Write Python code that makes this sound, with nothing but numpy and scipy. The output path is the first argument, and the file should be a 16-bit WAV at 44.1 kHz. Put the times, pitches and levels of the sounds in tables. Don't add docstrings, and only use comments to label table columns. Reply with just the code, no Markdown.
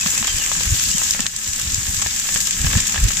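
import sys
import numpy as np
from scipy import signal
from scipy.io import wavfile

SR = 44100
rng = np.random.default_rng(int(sys.argv[2]) if len(sys.argv) > 2 else 0)


def store_wav(level_fs):
    pcm = np.round(np.clip(np.atleast_2d(level_fs), -1, 1) * 32767)
    wavfile.write(sys.argv[1], SR, pcm.T.astype(np.int16))


N = 141120

# time in seconds, then relative levels in dB of the sizzle,
# its lower body and the flames.
LEVEL_COURSE = [(0, -20.5, -30.5, -35), (.25, -22, -31, -37.5), (1.08, -19.5, -33, -36.5),
                (1.14, -23, -36, -41), (1.27, -26, -34.5, -35.5), (1.3, -28.5, -40.5, -46),
                (1.62, -23, -35, -36.5), (2.1, -22.5, -34, -37), (2.3, -21, -33, -42.5),
                (2.55, -22, -34.5, -33), (2.7, -20, -29.5, -29), (2.88, -23.5, -33.5, -34),
                (3.2, -22, -31.5, -34.5)]
# start in seconds, relative level in dB, share of low noise in dB.
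SNAPS = [(0.01, -5.5, -38), (0.2436, -13, 0), (0.4618, -12, -4), (0.7963, -4, -9.5), (1.108, 4, -40),
         (1.1356, -8.5, -7), (1.2047, -3, -8), (1.2649, -14.5, 6), (1.363, -4, -40), (1.72, -7.5, -19),
         (1.7442, -3.5, -29), (2.3417, -5.5, -11), (2.5082, -6, -8), (2.8792, -6.5, -25),
         (3.1696, -10.5, -0.5)]
# start in seconds, relative level in dB.
SPITS = [(0.06, -18), (0.226, -19), (0.246, -22), (0.277, -19.5), (0.515, -19), (0.606, -20.5),
         (1.015, -21), (1.147, -20.5), (1.192, -19.5), (1.257, -24.5), (2.02, -21), (2.061, -19),
         (2.288, -20), (2.359, -16.5), (2.645, -21), (2.667, -19), (2.699, -28), (2.732, -20), (2.752, -21),
         (2.779, -20.5), (2.943, -19), (2.958, -19.5), (2.977, -23.5), (3.104, -21.5)]
# centre in seconds, envelope peak in dB, pitch in Hz.
PUFFS = [(0.064, -21, 192), (.218, -24, 218), (0.353, -17.5, 45.6), (0.677, -14, 69.5), (0.727, -9, 93.5),
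         (0.951, -20.5, 197), (1.2, -18, 220), (1.494, -25.5, 72.6), (1.679, -17, 77), (1.737, -18, 60.5),
         (1.786, -18, 97), (1.894, -18.5, 65), (1.981, -24.5, 81), (2.063, -22.5, 80), (2.613, -16, 69.6),
         (2.648, -12.5, 137), (2.673, -11, 58.3), (2.764, -9, 93), (2.774, -15, 186), (2.994, -16, 64),
         (3.039, -5.5, 56), (3.055, -6.5, 75)]
# start in seconds, length in seconds, first pitch in Hz, last pitch in Hz,
# bend (1 is straight, more slides early then holds), level in dB about which the note wavers.
CHIRPS = [(.002, .034, 2600, 2545, 1, -30), (.150, .048, 2400, 2680, 1, -32),
          (.271, .058, 3560, 3150, 6, -23.5), (.379, .068, 3330, 2790, 2.8, -27),
          (.904, .032, 2980, 2860, 3, -32), (.932, .018, 2870, 3260, 1, -32),
          (.947, .026, 3220, 3100, 2, -29), (.972, .042, 3080, 2560, 1.2, -30.5),
          (1.222, .032, 2800, 2510, 1, -35)]
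# frequency in Hz, gain in dB.
LEFT_RESPONSE = [(250, -24.5), (450, -40.5), (1000, -22), (1700, -15.5), (2100, -14.5), (2500, -10.5),
                 (3800, -9.5), (5600, -4.5), (7200, 3.5), (7900, -3), (8300, -10.5), (10000, -22.5),
                 (10500, -16), (15000, -15.5)]
RIGHT_RESPONSE = [(250, -19.5), (450, -25.5), (1000, -27.5), (1700, -10), (2100, -10.5), (3700, -7.5),
                  (4300, -15.5), (5000, -9.5), (6000, -9), (7900, 1.5), (8400, -10), (10100, -16),
                  (10600, -14.5), (15000, -15.5)]
# frequency in Hz, bandwidth in Hz,
# relative left level in dB, relative right level in dB.
BOWL_MODES = [(542, 81, -16, -10.5), (801, 25, -11.5, -3.5), (1101, 108, -7, -64), (1292, 96, -8.5, -9.5),
              (1702, 202, -6.5, -7), (2560, 440, -14.5, -16.5)]
# frequency in Hz, relative density in dB per Hz.
FLAME_SPECTRUM = [(12, -22), (20, 3.5), (60, 2), (97, -3.5), (193, -3), (230, -7.5), (400, -27.5),
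                  (520, -60)]
# low edge in Hz, high edge in Hz, bursts per second, spread in dB,
# decay by 60 dB in seconds, own-burst level in dB, shared-burst level in dB, column of LEVEL_COURSE.
FIZZ_BANDS = [(202, 1580, 97, 0.67, 0.029, 4, -24, 2),
              (1320, 2880, 54, 6.5, 0.0042, -7, -2.5, 2),
              (2650, 5960, 140, 3, 0.071, 3.5, -1, 1),
              (4940, 8800, 470, 2.2, 0.0065, -11.5, -4.5, 1),
              (8740, 19400, 400, 8.4, 0.0018, -5.5, -3.5, 1)]

SPIT_RISE_S, SPIT_T60_S = .0012, .014
BOWL_LAG_S = .0006
FLAP_DB = 2.
PUFF_CYCLES, PUFF_MIN_S = .3, .0035
ROLL_DB, ROLL_S = -15, .03
CHIRP_SKEW = 1.35
WAVER_DB = 2.5
EDGE_HZ = 15200


def amp(db):
    return 10 ** (np.asarray(db) / 20)


def even(x):
    return x / np.sqrt(np.mean(x ** 2) + 1e-20)


def add(mix, s, sound):
    part = mix[..., round(s * SR):][..., :sound.shape[-1]]
    part += sound[..., :part.shape[-1]]


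def band(x, lo_hz, hi_hz):
    return signal.sosfilt(signal.butter(2, [lo_hz, hi_hz], "band", fs=SR, output="sos"), x)


def colour(x, points):
    point_hz, point_db = np.transpose(points)
    bin_hz = abs(np.fft.fftfreq(4096, 1 / SR))
    gain_db = np.interp(np.log(bin_hz + 1), np.log(point_hz), point_db)
    log_gain = gain_db * np.log(10) / 20
    phase = -signal.hilbert(log_gain).imag
    taps = np.fft.ifft(np.exp(log_gain + 1j * phase)).real[:2048]
    return signal.oaconvolve(x, taps)[:N]


def drift(rate_hz):
    t = np.arange(N) / SR
    rates = np.geomspace(rate_hz / 12, rate_hz, 24)
    return even(sum(np.sin(2 * np.pi * (f * t + rng.random())) / np.sqrt(f) for f in rates))


def bursts(per_s, spread_db, t60):
    size_db = spread_db * np.minimum(rng.exponential(1, N), 3.2)
    size = amp(size_db) * (rng.random(N) < per_s / SR)
    t = np.arange(1500) / SR
    power_decay = amp(-120 * t / t60)
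    return np.sqrt(abs(signal.oaconvolve(size ** 2, power_decay)[:N]))


def level(column):
    rows = np.transpose(LEVEL_COURSE)
    return amp(np.interp(np.arange(N) / SR, rows[0], rows[column]))


def fizz():
    out = np.zeros((2, N))
    shared = even(bursts(160, 6.5, 0.026))
    for lo_hz, hi_hz, per_s, spread_db, t60, own_db, shared_db, column in FIZZ_BANDS:
        own = even(bursts(per_s, spread_db, t60))
        env = even(np.sqrt(1 + (amp(own_db) * own) ** 2 + (amp(shared_db) * shared) ** 2))
        course = level(column)
        env = env * amp(1.18 * drift(25.01)) * course / course.mean()
        out += band(env * rng.standard_normal((2, N)), lo_hz, hi_hz)
    return amp(-13.0) * out


def bowl():
    spray, blows = np.zeros(N), np.zeros(N)
    t = np.arange(1200) / SR
    decay = amp(-60 * t / SPIT_T60_S) + amp(-11.5 - 60 * t / 0.066)
    shape = np.minimum(t / SPIT_RISE_S, 1) * decay
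    for s, db in SPITS:
        add(spray, s, amp(db + 10.5) * shape)
        add(blows, s + SPIT_RISE_S, amp([db + 22.5]))
    patter = even(np.sqrt(0.73 + even(bursts(58, 3.0, 0.11)) ** 2))
    env = spray + amp(6.5) * level(2) * patter

    common, left, right = rng.standard_normal((3, N))
    separate = env * np.array([left, right])
    both = env * common + blows
    both = np.array([both, np.roll(both, round(BOWL_LAG_S * SR))])
    drive = both + 0.74 * separate

    responses = (LEFT_RESPONSE, RIGHT_RESPONSE)
    direct = [colour(band(v, 250, 3000), response) for v, response in zip(separate, responses)]
    out = amp(7.5) * np.array(direct)
    out += amp(1) * band(blows, 500, 1600)
    for hz, width_hz, left_db, right_db in BOWL_MODES:
        ring = signal.lfilter(*signal.iirpeak(hz, hz / width_hz, SR), drive)
        out += amp(7.5 + np.array([[left_db], [right_db]])) * ring
    return out


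def flames():
    common, left, right = rng.standard_normal((3, N))
    rumble = np.array([colour(common + 0.16 * v + 0.22 * band(v, 96, 880), FLAME_SPECTRUM)
                       for v in (left, right)])
    out = even(rumble) * amp(FLAP_DB * drift(23)) * level(3)

    clock = np.arange(N) / SR
    swells = [amp(db + ROLL_DB) * np.exp(-.5 * ((clock - s) / ROLL_S) ** 2)
              for s, db, hz in PUFFS if hz < 140]
    out += np.max(swells, axis=0) * even(band(rng.standard_normal(N), 29.6, 94.8))

    t = np.arange(-1400, 1400) / SR
    for (s, db, hz), (turn, lean) in zip(PUFFS, rng.random((len(PUFFS), 2))):
        width_s = PUFF_MIN_S + PUFF_CYCLES / hz * .5
        shift = np.array([[0], [hz * 0.0034 * (lean - .5)]])
        puff = np.exp(-.5 * (t / width_s) ** 2) * np.cos(2 * np.pi * (hz * t + turn + shift))
        add(out, s + t[0], amp(db) * (puff - puff.mean(1, keepdims=True)))
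    return out


def bird():
    out = np.zeros(N)
    for s, length, first_hz, last_hz, bend, db in CHIRPS:
        u = np.arange(0, length, 1 / SR) / length
        hz = last_hz + (first_hz - last_hz) * (1 - u) ** bend
        swell = np.sqrt(abs(np.sin(np.pi * u ** CHIRP_SKEW)))
        tone = np.sin(2 * np.pi * np.cumsum(hz) / SR)
        add(out, s, amp(db) * swell * tone)
    return out * amp(WAVER_DB * np.array([drift(140), drift(127.8)]))


def snaps():
    out = np.zeros((2, N))
    t = np.arange(900) / SR
    decay = amp(-60 * t / 0.0073) + amp(-15.0 - 60 * t / 0.041)
    shape = np.minimum(t / 0.00098, 1) * decay
    for s, db, low_db in SNAPS:
        spray = rng.standard_normal((2, len(t))) * shape
        body = band(spray, 4130, 9450)
        low = amp(low_db + 11) * band(spray, 510, 5800)
        high = amp(-3) * band(spray, 10800, 16300)
        add(out, s, amp(db + 9.0) * (body + low + high))
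    return out


def scene():
    fat = fizz() + snaps()
    fat = np.array([colour(fat[0], LEFT_RESPONSE), colour(fat[1], RIGHT_RESPONSE)])
    return fat + bowl() + flames() + bird()


def record(dry):
    taps = signal.firwin(401, EDGE_HZ, window=("kaiser", 9), fs=SR)
    return signal.oaconvolve(dry, taps[None], "same")


dry = scene()
out = record(dry)
store_wav(out)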